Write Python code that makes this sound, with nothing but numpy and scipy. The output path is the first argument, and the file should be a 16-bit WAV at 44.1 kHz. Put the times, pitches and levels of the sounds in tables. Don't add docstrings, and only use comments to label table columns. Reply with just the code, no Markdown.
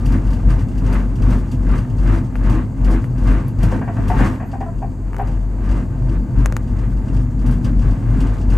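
import sys
import numpy as np
from scipy import signal
from scipy.fft import rfft, irfft, next_fast_len
from scipy.io import wavfile
from scipy.ndimage import uniform_filter1d, map_coordinates

SR = 44100
rng = np.random.default_rng(int(sys.argv[2]) if len(sys.argv) > 2 else 0)


def to_wav(s):
    ch = np.atleast_2d(s).T
    pcm = np.round(np.clip(ch, -1, 1) * 32767)
    wavfile.write(sys.argv[1], SR, pcm.astype(np.int16))


def nominal_scale(level):
    x = np.asarray(level, float) / 20
    return 10 ** x


N = 377937


def rolling():
    phase, load_db, drone_db, jolt_db = wheel_drive()
    extra_db = jolt_db + 46
    return (drone(phase, drone_db) + hull(load_db, drone_db, extra_db) + door(extra_db)
            + rumble(drone_db) + panels(phase, jolt_db) + fittings(phase, load_db, extra_db))


# start_s, strand_rate_hz
ROPE_STRANDS = [(0, 46.86), (4.2, 46.53), (4.7, 44.65), (5.4, 46.65), (6.2, 48.06), (7.2, 48.22),
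                (7.6, 46.02), (8.57, 46.8)]
# start_s, level_db
ROPE_LOAD = [(0, 0.5), (2.6, -2.5), (4.3, 0), (4.45, -2.5), (5.2, -7), (5.6, -3), (6.3, -1.5), (7.3, -1.5),
             (8.57, -1.5)]
# peak_s, level_db, rise_s, fall_s
DRONE_SWELLS = [(0.12, -13, 0.1, 0.075), (0.31, -14.5, 0.11, 0.069), (0.483, -10.5, 0.05, 0.13),
                (0.93, -14, 0.19, 0.13), (1.126, -17.5, 0.14, 0.032), (1.287, -11.5, 0.097, 0.15),
                (1.691, -12.5, 0.12, 0.11), (2.076, -11.5, 0.12, 0.12), (2.489, -11.5, 0.13, 0.11),
                (2.91, -10.5, 0.11, 0.081), (3.299, -11.5, 0.13, 0.095), (3.614, -13, 0.029, 0.12),
                (4.029, -18.5, 0.044, 0.273), (4.215, -13, 0.068, 0.062), (4.586, -30, 0.02, 0.2),
                (4.77, -23, 0.02, 0.17), (5.089, -20, 0.1, 0.066), (5.307, -20, 0.126, 0.6),
                (5.715, -14.5, 0.089, 0.11), (6.06, -18.5, 0.11, 0.094), (6.204, -15, 0.21, 0.048),
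                (6.384, -11.5, 0.029, 0.12), (6.839, -18, 0.25, 0.048), (6.978, -16, 0.1, 0.057),
                (7.171, -14.5, 0.072, 0.099), (7.493, -14, 0.16, 0.085), (7.794, -14, 0.16, 0.033),
                (7.905, -11.5, 0.091, 0.042), (8.188, -12, 0.13, 0.17), (8.509, -12, 0.072, 0.37)]
# peak_s, level_db, rise_s, fall_s
CABIN_JOLTS = [(.15, -40, 0.093, 0.047), (.299, -48, 0.43, .35), (.503, -40, 0.026, 0.066),
               (.95, -37, 0.096, 0.08), (1.33, -37, 0.11, 0.077), (1.746, -39, 0.11, 0.069),
               (2.139, -36.5, 0.12, 0.073), (2.535, -35.5, 0.11, 0.077), (2.919, -35, 0.082, 0.079),
               (3.337, -36.5, 0.12, 0.086), (3.642, -38.5, 0.04, 0.097), (3.765, -38.5, 0.063, 0.029),
               (4.05, -43.5, 0.12, 0.14), (4.215, -31, 0.08, 0.088), (4.3, -39, 0.062, 0.055),
               (.6, -43, 0.032, 0.035), (1.1, -55, 0.036, 0.11), (1.53, -48.5, 0.023, 0.04),
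               (5.27, -46.5, 0.18, 0.17), (5.776, -41.5, 0.17, 0.061), (6.134, -46.5, 0.15, 0.087),
               (6.41, -44.5, 0.065, 0.16), (6.855, -47.5, 0.17, 0.017), (7.207, -47.5, 0.23, 0.019),
               (7.492, -43.5, 0.075, 0.096), (7.674, -43.5, 0.062, 0.047), (7.898, -42.5, 0.12, 0.088),
               (8.198, -42, 0.15, 0.3), (8.535, -40, 0.032, .17)]


def wheel_drive():
    (strand_hz,), (load_db,) = curves(ROPE_STRANDS), curves(ROPE_LOAD)
    drone_db = bumps(DRONE_SWELLS, -32.5)
    jolt_db = bumps(CABIN_JOLTS, -50 + load_db, order=1.5)
    phase = 2 * np.pi * np.cumsum(strand_hz) / SR + 0.039 * wobble(6.0)
    return phase, load_db, drone_db, jolt_db


def drone(phase, drone_db):
    force = np.sqrt(2) * nominal_scale(drone_db + 1.15 * wobble(45))
    octave = 0.32 * force ** 2 * nominal_scale(2.3 * wobble(27)) * np.cos(2 * phase + 0.23)
    return (force * np.sin(phase) + octave) * nominal_scale([[1.2], [-1.2]])


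# centre_hz, width_hz, level_db
HULL_MODES = [(95.5, 15, 2), (115.3, 9.5, 1.5), (122.8, 8.3, 2.5), (157.5, 11.7, -6), (187.5, 20.5, -6),
              (245.8, 13.1, -0.5), (273.8, 15.7, -6)]
# frequency_hz, level_db_per_hz
HULL_FLOOR_COLOUR = [(15, -33), (25, -3), (54, 13), (70, -19.5), (288, -56), (325, -20), (355, -20.5),
                     (591, -40), (900, -62), (1170, -74), (1980, -120)]
# peak_s, level_db, half_width_s
ROOF_BEAM_KICKS = [(0.08, -21.5, 0.074), (0.26, -28, 0.032), (0.52, -18.5, 0.044), (0.654, -24, 0.035),
                   (0.91, -23.5, 0.081), (1.25, -20.5, 0.15), (1.55, -21.5, 0.04), (1.81, -21.5, 0.095),
                   (1.93, -20, 0.042), (2.09, -18.5, 0.04), (2.25, -21, 0.05), (2.43, -27, 0.04),
                   (2.54, -20, 0.078), (2.68, -23, 0.04), (2.81, -27, 0.036), (3.1, -18.5, 0.09),
                   (3.28, -22, 0.08), (3.47, -22.5, 0.063), (3.64, -22, 0.082), (3.89, -22, 0.056),
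                   (3.99, -19, 0.036), (4.22, -21, 0.07), (4.44, -33, 0.031), (4.53, -30, 0.027),
                   (4.69, -26, 0.046), (4.86, -27.5, 0.077), (5.01, -33, 0.032), (5.26, -25, 0.11),
                   (5.79, -21.5, 0.032), (5.92, -24.5, 0.031), (6.04, -21, 0.077), (6.35, -18, 0.051),
                   (6.43, -20, 0.075), (6.56, -23.5, 0.048), (6.72, -27, 0.048), (6.89, -22, 0.074),
                   (7.19, -20.5, 0.12), (7.4, -26, 0.036), (7.5, -17.5, 0.04), (7.66, -17, 0.06),
                   (7.87, -19.5, 0.06), (8.11, -17, 0.095), (8.53, -25, 0.031)]
# peak_s, level_db, half_width_s
FLOOR_SHEET_KICKS = [(.14, -20, 0.066), (.34, -22.5, 0.021), (.49, -25, 0.053), (.68, -26.5, 0.031),
                     (.93, -24, 0.17), (1.3, -22, 0.12), (1.54, -25, 0.018), (1.709, -23, 0.095),
                     (2.1, -24.5, 0.16), (2.23, -26, 0.027), (2.52, -23, 0.13), (2.92, -22.5, 0.13),
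                     (3.3, -23.5, 0.14), (3.66, -25.5, 0.042), (3.78, -22.5, 0.081), (4.07, -27, 0.13),
                     (4.22, -21, 0.11), (4.62, -34, .05), (4.9, -31, 0.032), (5.3, -31.5, 0.084),
                     (5.68, -28, 0.048), (5.8, -26, 0.078), (6.19, -27, 0.09), (6.4, -22, 0.042),
                     (6.7, -27, 0.041), (6.88, -29, 0.038), (7.15, -24.5, 0.11), (7.5, -22, 0.14),
                     (7.71, -23, 0.13), (7.92, -27, 0.12), (8.2, -19.5, 0.088), (8.5, -26, 0.097)]


def hull(load_db, drone_db, extra_db):
    beam_hz, floor_hz = 105.9, 140

    def body(f):
        select = 1 / (1 + (f / 340) ** 4)
        return select * np.abs(modes(HULL_MODES, f)) + nominal_scale(along(HULL_FLOOR_COLOUR, f) - 11.5) * (f > 55)

    shell = steady(pair(lambda f: body(f) * (f < beam_hz)), 0.28, 0.045)
    beam = steady(pair(lambda f: body(f) * (f >= beam_hz) * (f < floor_hz)), 0.51, 0.04)
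    floor = steady(pair(lambda f: body(f) * (f >= floor_hz)), 0.81, 0.049)
    shell_db = -18.5 + 0.17 * extra_db + 0.13 * (drone_db + 17) + 0.88 * load_db
    beam_db = bumps([(s, db, w, w) for s, db, w in ROOF_BEAM_KICKS], -28 + load_db)
    floor_db = bumps([(s, db, w, w) for s, db, w in FLOOR_SHEET_KICKS], -27.5 + 1.07 * load_db)
    return nominal_scale(shell_db - 4.5) * shell + nominal_scale(beam_db - 0.5) * beam + nominal_scale(floor_db) * floor


# peak_s, level_db
DOOR_HUMS = [(.15, -29), (.94, -31), (2.14, -25), (2.55, -22.5), (2.93, -23), (3.34, -26), (3.74, -30.5),
             (4.22, -23.5), (5.73, -32), (6.12, -29.5), (7.5, -34), (8.2, -44)]


def door(extra_db):
    rise_s, fall_s = 0.042, 0.067
    hum = steady(pair(lambda f: modes([(323.5, 18.2, 0)], f) ** 2), 0.71, 0.023)
    door_db = bumps([(s, db, rise_s, fall_s) for s, db in DOOR_HUMS], -38.5 + 0.58 * extra_db)
    return nominal_scale(door_db - 3.0) * hum


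def rumble(drone_db):
    colour = [(20, -34), (33, -17), (60, -10.0), (80, -43)]  # frequency_hz, level_db_per_hz
    return nominal_scale(drone_db - 12.5) * pair(lambda f: nominal_scale(along(colour, f)) * (f < 90))


# centre_hz, width_hz, lift_db
PANEL_MODES = [(512, 25, 4.5), (677, 23, 3.5), (752, 103, -9), (730, 11, 6.5), (785, 14, 2.5),
               (1693, 25, 2), (2160, 16, -3), (905, 8.2, 9), (1085, 20, 5), (1198, 31, 5), (1553, 88, 4.5),
               (2068, 13, 8.5), (2763, 40, 6)]
# frequency_hz, level_db_per_hz
PANEL_NOISE = [(300, -3), (400, -4), (560, -8.5), (750, -4), (1220, -11), (1400, -15.5), (1600, -15.5),
               (2000, -20), (2500, -25), (2900, -28.5), (3300, -36), (4200, -37.5), (6000, -94)]


def panels(phase, jolt_db):
    def colour(f):
        lift_db = sum(db / (1 + ((f - c) / w * 2) ** 2) for c, w, db in PANEL_MODES)
        return nominal_scale(along(PANEL_NOISE, f) + lift_db)

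    thin = lambda f: 1 / (1 + (950 / (f + 1)) ** 6)
    panel_db = jolt_db + 5.5 + 0.86
    uneven = nominal_scale(2.2 * wobble(25) + 1.7 * wobble(300))
    sheets = pair(lambda f: colour(f) * (1 - thin(f)), nominal_scale(0.54 * wobble(25)))
    panes = pair(lambda f: colour(f) * thin(f), uneven * contact(phase, 0.05, 8.5))
    sheets, panes = steady(sheets, 0.45, 0.046), steady(panes, 0.34, 0.028)
    return nominal_scale(0.65 * panel_db - 9.0) * sheets + nominal_scale(1.1636 * panel_db + 2.5) * panes


# frequency_hz, level_db_per_hz
FITTING_HISS = [(2400, -19), (3200, 1), (3900, -6.5), (4650, -1), (5500, -4), (6000, -2.5), (7200, -3.5),
                (7700, -6), (8300, -2.5), (9600, -12), (11000, -8), (11900, -11), (13000, -15),
                (15700, -29)]


def fittings(phase, load_db, extra_db):
    chatter = nominal_scale(2.3 * wobble(35) + 1.6 * wobble(600)) * contact(phase, 0.11, -1.5)
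    fitting_db = -56.5 + 0.91 * extra_db + 0.77 * load_db
    return nominal_scale(fitting_db - 2.0) * pair(lambda f: nominal_scale(along(FITTING_HISS, f)), chatter)


def contact(phase, depth, lag):
    return np.exp(depth * np.cos(phase + lag))


# start_s, level_db, scrape_db
SHOE_BLOWS = [(3.722, -21, -1), (3.745, -28, -7), (3.815, -27.5, 3), (3.879, -30, 5.5), (3.968, -34, 8),
              (4.101, -6, -14), (4.192, -11, -14), (4.208, -13, -8), (4.254, -25, -5.5), (4.228, -34, -6),
              (4.402, -34.5, 7.5), (4.426, -33, -1), (4.534, -14, -17.5), (4.609, -12, -15),
              (4.823, -12, -20), (5.194, -6.5, -18), (5.283, -38, -2)]
# pitch_hz, level_db, t60_s
HANGER_MODES = [(682, -9, 0.15), (722, -2, .09), (791, 0, 0.085), (868, -6, .06), (409, -16, .2),
                (1010, -19, .2), (1095, -14, .09), (735, 0, 0.1), (890, -7, 0.3), (395, -14, .2),
                (1104, -16, .25)]
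# start_s, level_db
ARM_SLIDES = [
    (3.893, -22.5),
    (3.985, -24),
    (4.664, -23),
    (4.685, -20.5),
]
# pitch_hz, level_db, t60_s
GRAZED_MODES = [(678, 0, .14), (1010, -9, .1), (409, -12, .2), (1346, -15, .1)]
# centre_hz, width_hz, level_db
SCRAPE_MODES = [(734, 185, 9), (1156, 70, 4), (1450, 570, -3.5), (1960, 550, 1), (2190, 610, -2.5)]
# start_s, pitch_hz, level_db, t60_s
WHEEL_THUDS = [(3.634, 170, 5, .04), (3.3, 270, -12, 0.066), (3.63, 680, -20, .06), (3.722, 510, -17, 0.11),
               (4.207, 258, -1, 0.069), (3.79, 434, -21.5, 0.084), (3.99, 273, -9, 0.063)]


def clanks():
    out, scrape, t = np.zeros(N), np.zeros(N), np.arange(SR // 3) / SR
    rise = (1 - np.exp(-t / 0.0032)) ** 2
    rebound_s = .014

    def partial(hz, db, t60):
        blur = np.cumsum(rng.normal(0, .019, len(t)))
        return nominal_scale(db - 60 * t / t60) * np.sin(2 * np.pi * hz * t + blur)

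    ring = lambda table: rise * sum(partial(*row) for row in table)
    for s, db, scrape_db in SHOE_BLOWS:
        select = 4 < s < 4.15 or 4.2 < s < 4.3
        struck = HANGER_MODES[7:] if select else HANGER_MODES[:7]
        add(out, s - .005, nominal_scale(db - 6.0) * ring(struck))
        add(out, s - .005 + rebound_s, nominal_scale(db - 10.0) * ring(struck))
        add(scrape, s - .004, nominal_scale(db + scrape_db) * rise * nominal_scale(-60 * t / 0.15))
    for s, db in ARM_SLIDES:
        add(out, s - .005, nominal_scale(db) * ring(GRAZED_MODES))
    for s, hz, db, t60 in WHEEL_THUDS:
        add(out, s, ring([(hz, db, t60)]))
    out += scrape * unit(filtered(rng.standard_normal(N), lambda f: modes(SCRAPE_MODES, f)))
    return filtered(out, lambda f: 1 / (1 + (f / 2700) ** 8))


# start_s, level_db, push_hz, tick_db
PLASTIC_CRACKS = [(2.3556, -12.5, 1480, -38), (3.0426, -16, 1350, -33), (5.132, -17, 1200, -30),
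                  (5.145, -15.5, 906, -35), (5.166, -18, 1593, -21), (5.184, -21, 900, -21),
                  (6.4591, -5.5, 1510, -11.5), (6.524, -13, 1450, -18), (6.5663, -9, 1420, -12.5),
                  (6.934, -30, 1100, -32)]
# frequency_hz, level_db_per_hz
TICK_COLOUR = [(1500, -7), (2500, -13), (4800, -2), (6800, -5), (9000, 0), (13000, -6), (15800, -29)]
# centre_hz, width_hz
HOUSING_DIPS = [(3300, 540), (4900, 600), (7400, 500)]
# start_s, pitch_hz, level_db
STEEL_PINGS = [(3.4822, 11500, -31), (5.147, 11500, -50), (5.185, 12800, -42), (5.199, 12200, -52),
               (5.204, 12860, -47), (5.2215, 11200, -43), (5.2835, 10700, -54)]


def snaps():
    out, t = np.zeros((2, N)), np.arange(SR // 30) / SR
    lean = nominal_scale([[1.8], [-1.8]])
    late = np.maximum(t - np.array([[0], [.0001]]), 0)
    soften = lambda f: 1 / (1 - (f / 2200) ** 2 + .9j * f / 2200) ** 2
    edge = nominal_scale(-60 * t / 0.00045) * np.array([[1.3], [.4]])
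    edge = edge + nominal_scale(-60 * t / 0.003) * np.sin(2 * np.pi * 7000 * t) * np.array([[.22], [.5]])
    body = 0.1 * np.sin(2 * np.pi * 620 * t) * nominal_scale(-60 * t / 0.0055)
    for s, db, push_hz, tick_db in PLASTIC_CRACKS:
        hiss = rng.standard_normal((2, len(t)))
        push = 1.08 * filtered(np.sin(2 * np.pi * push_hz * late) * nominal_scale(-60 * late / 0.0017), soften)
        bright = unit(filtered(hiss[0] + 0.23 * hiss, lambda f: nominal_scale(along(TICK_COLOUR, f))))
        tick = nominal_scale(tick_db) * bright * (nominal_scale(-60 * t / 0.0054) + 0.1 * nominal_scale(-60 * t / 0.051))
        dull = uniform_filter1d(uniform_filter1d(hiss[0], size=11), size=7)
        shiver = 0.33 * dull * nominal_scale(-60 * t / 0.042)
        add(out, s, nominal_scale(db) * lean * (push + shiver + body))
        add(out, s + .0003, nominal_scale(db + 1.5) * (.55 * lean * tick + nominal_scale(tick_db + 7.5) * edge))
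    out = filtered(out, lambda f: 1 - sum(0.44 / (1 + 2j * (f - hz) / width) for hz, width in HOUSING_DIPS))
    for s, hz, db in STEEL_PINGS:
        swell = np.exp(-(t / 0.00028 - 1.5) ** 2) + 0.1 * nominal_scale(-60 * t / 0.015)
        add(out, s, nominal_scale(db) * np.sin(2 * np.pi * hz * t) * swell)
    return out


# start_s, level_db, top_db
FITTING_STRIKES = [(0.056, -30.5, -5), (0.121, -34.5, -6), (0.2683, -39, -7), (0.304, -38, -7),
                   (0.3311, -35, -9), (0.502, -33, -7), (0.591, -38, -10), (0.777, -36.5, -7),
                   (0.862, -34, -12), (0.926, -32, -3), (1.1545, -36, -10), (1.22, -35, -8),
                   (1.3004, -36, -10), (1.514, -33, -6), (1.7783, -34, -8), (1.983, -37.5, -9),
                   (2.0722, -34, -11), (2.3565, -43, 0), (2.4349, -38, -11), (2.496, -32, -7),
                   (2.844, -32.5, -7), (3.04, -44, 1), (3.1782, -38.5, -9), (3.243, -47, -2),
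                   (0.684, -40.5, -10), (1.371, -48, -14), (1.687, -42, -9), (1.711, -40, -9),
                   (1.898, -43, -7), (2.1136, -45, -9), (2.1814, -43, -11), (2.4553, -45, -11),
                   (2.905, -39, -1), (3.27, -33, -10), (.482, -48, -9), (.53, -53, -11), (.615, -59, 0),
                   (.715, -44, -11), (.75, -48, -9), (.845, -45, -9), (1.48, -44, -12),
                   (3.4815, -44, 3), (3.5857, -38.5, -14), (3.629, -27.5, -4.5), (3.714, -33.5, -12),
                (4.0797, -30, -4), (4.514, -40, -11), (4.603, -41, -13), (5.711, -36.5, -13),
                (6.0905, -40, -17), (6.674, -43, -16), (6.763, -46, -15), (6.786, -40, -12),
                (6.968, -45, -14), (7.081, -40, -14), (7.1642, -37, -14), (7.3912, -41, -11),
                (7.461, -34, -3), (7.5085, -38.5, -1), (7.6432, -29.5, -12), (7.818, -40, -19),
                (7.9073, -39, -11), (8.203, -29, -10), (8.2671, -37, -15), (8.381, -42, -13),
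                (8.4121, -37, -20), (8.499, -33, -10), (4.484, -50, -12), (4.78, -45, -12),
                (5.271, -39, -8), (5.312, -45, -12), (5.65, -48, -12), (5.69, -38, -13), (5.777, -55, -12),
                (5.797, -44, -12), (6.383, -39, -8), (7.191, -52, -12), (7.791, -38, -14),
                (8.227, -56, -12), (8.482, -48, -12), (8.138, -43, -14), (7.524, -42, -11)]
# pitch_hz, level_db, t60_s, delay_s
WASHER_CLICKS = [
    (4700, -6, .018, .001),
    (2750, -4, .02, .007),
    (4750, -12, .015, .024),
    (2760, -8, .02, .031),
]
# centre_hz, width_hz, level_db
FITTING_BUZZ = [(2690, 410, 5), (3260, 52, -13), (4750, 190, -7), (6040, 250, -6)]


def rattles():
    low, top, clicks, t = np.zeros(N), np.zeros(N), np.zeros(N), np.arange(SR // 6) / SR
    fall = 0.5 * nominal_scale(-60 * t / 0.02) + 1.45 * (1 - np.exp(-t / 0.0021)) * nominal_scale(-60 * t / 0.16)
    for s, db, top_db in FITTING_STRIKES:
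        add(low, s + 0.00046, nominal_scale(db - 14.5) * fall)
        add(top, s + 0.00041, nominal_scale(db + top_db - 17.0) * fall)
        for hz, level_db, t60, delay in WASHER_CLICKS:
            tone = np.sin(2 * np.pi * hz * rng.normal(1, 0.012) * t)
            ring = tone * nominal_scale(-60 * t / t60) * (1 - np.exp(-t / 0.00072))
            add(clicks, s + delay, nominal_scale(db + level_db + rng.normal(0, 1.5)) * ring)
    colour = lambda f: nominal_scale(along(FITTING_HISS, f))
    low_hiss = pair(lambda f: colour(f) * (f < 9400) + 0.5 * np.abs(modes(FITTING_BUZZ, f)) ** 2)
    top_hiss = pair(lambda f: colour(f) * (f > 9400))
    return clicks + low * low_hiss + top * top_hiss


# middle_s, half_length_s, top_hz, level_db, bend (0-1)
ROLLER_SQUEAKS = [(4.34, 0.039, 13300, -64, .08), (4.345, .04, 9000, -66, .08),
                  (4.477, .03, 12450, -59, .08), (4.475, .03, 8850, -72, .08),
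                  (6.84, .035, 10750, -72, .01), (6.9, .025, 11800, -73, .02),
                  (6.925, .035, 12850, -73, .01), (7.026, .03, 10800, -72, .01),
                  (7.23, .04, 9200, -67, .02)]


def squeaks():
    out = np.zeros(N)
    for s, half, top_hz, db, bend in ROLLER_SQUEAKS:
        u = np.linspace(-1, 1, round(2 * half * SR))
        glide = 2 * np.pi * np.cumsum(top_hz * (1 - bend * u ** 2)) / SR
        add(out, s - half, nominal_scale(db) * (1 - u ** 2) * np.sin(glide))
    return out


# frequency_hz, t60_s
CABIN_DECAY = [(300, 0.19), (800, 0.13), (2000, 0.56), (10000, 0.05)]


def cabin(x):
    hz, t, z = signal.stft(rng.standard_normal((2, SR // 3)), SR, nperseg=256)
    fading = z * nominal_scale(-60 * t / along(CABIN_DECAY, hz)[:, None])
    tail = signal.istft(fading, SR, nperseg=256)[1]
    late = np.pad(x, (130, 0))[None]
    return signal.fftconvolve(late, tail / np.linalg.norm(tail[0]), axes=1)[:, :N]


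# frequency_hz, level_db_per_hz
WIND_COLOUR = [(2500, -34), (3500, -9), (4250, -6), (4550, -5), (4800, -1), (5500, -11), (6300, -2),
               (6900, 4), (8500, -1.5), (9800, -9), (11500, -5), (13300, -10), (15700, -11)]
# centre_hz, width_hz, level_db
GAP_WHISTLE = [(4540, 82, 3.5), (6160, 70, 2)]


def air():
    hiss = pair(lambda f: nominal_scale(along(WIND_COLOUR, f)) + 0.97 * np.abs(modes(GAP_WHISTLE, f)) ** 2)
    return nominal_scale(-62.0 + 0.64 * wobble(0.16)) * hiss


# frequency_hz, likeness (-1 to 1)
PORT_LIKENESS = [(60, 0.91), (180, 1), (300, 0.94), (600, 0.72), (1500, 0.64), (3400, 0.54), (4200, 0.89),
                 (6500, 0.99), (8300, 0.92), (10000, 0.39), (13000, 0.64), (15500, -0.7)]
# frequency_hz, level_db
PORT_LEAN = [(60, 4), (125, 0.7), (300, -2), (520, 2.5), (1000, 0), (2200, 1.5), (4000, 0), (9000, 0.5),
             (11500, 1.5), (15000, 1)]


def pair(gain, chatter=1):
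    m = next_fast_len(N + 8192)
    hz = np.fft.rfftfreq(m, 1 / SR)
    turn = np.arccos(np.clip(along(PORT_LIKENESS, hz), -1, 1)) / 2
    noise = rfft(chatter * rng.standard_normal((2, N)), m)
    mid, side = noise * gain(hz) * [np.cos(turn), np.sin(turn)]
    tilt = nominal_scale(along(PORT_LEAN, hz) * [[.5], [-.5]])
    return unit(irfft([mid + side, mid - side] * tilt, m)[:, :N])


def steady(x, share, hold_s):
    size = round(hold_s * SR)
    power = uniform_filter1d(np.mean(x ** 2, 0), size=size)
    level = np.abs(uniform_filter1d(power, size=size))
    return unit(x / (level + 0.079) ** (share / 2))


def bumps(rows, rest_db, order=2):
    step = 64
    t = np.arange(0, N + step, step) / SR
    s, db, rise, fall = np.transpose(rows)[:, :, None]
    distance = np.abs((t - s) / np.where(t < s, rise, fall))
    power = (nominal_scale(db) * np.exp(-distance ** order)) ** 2
    return 10 * np.log10(np.interp(np.arange(N) / SR, t, power.sum(0)) + nominal_scale(rest_db) ** 2)


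def modes(table, f):
    return sum((-1) ** k * nominal_scale(db) * 1j * f * w / (c * c - f * f + 1j * f * w)
               for k, (c, w, db) in enumerate(table))


def filtered(x, response):
    m = next_fast_len(x.shape[-1] + 8192)
    return irfft(rfft(x, m) * response(np.fft.rfftfreq(m, 1 / SR)), m)[..., :x.shape[-1]]


def along(points, hz):
    f, v = np.transpose(points)
    return np.interp(np.log(hz + 1), np.log(f + 1), v)


def curves(rows):
    s, *cols = np.transpose(rows)
    return [np.interp(np.arange(N) / SR, s, c) for c in cols]


def wobble(rate):
    return map_coordinates(rng.standard_normal(int(N * rate / SR) + 4), [np.arange(N) * rate / SR])


def unit(x):
    return x / np.sqrt(np.mean(x ** 2) + 1e-20)


def add(track, s, sound):
    part = track[..., round(s * SR):][..., :sound.shape[-1]]
    part += sound[..., :part.shape[-1]]


def scene():
    steel, cracks = clanks(), snaps()
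    direct = rolling() + steel * nominal_scale([[.7], [-.7]]) + cracks + rattles() + squeaks() + air()
    return direct + nominal_scale(-10.0) * cabin(steel) + nominal_scale(-27) * cabin(cracks.mean(0))


def band_limit(x):
    return signal.sosfilt(signal.butter(12, 15800, fs=SR, output="sos"), x)


def record(dry):
    clipped = dry / (1 + np.abs(dry / 1.25) ** 8) ** (1 / 8)
    mix = filtered(clipped, lambda hz: hz < 15800)
    return band_limit(mix)


dry = scene()
out = record(dry)
to_wav(out)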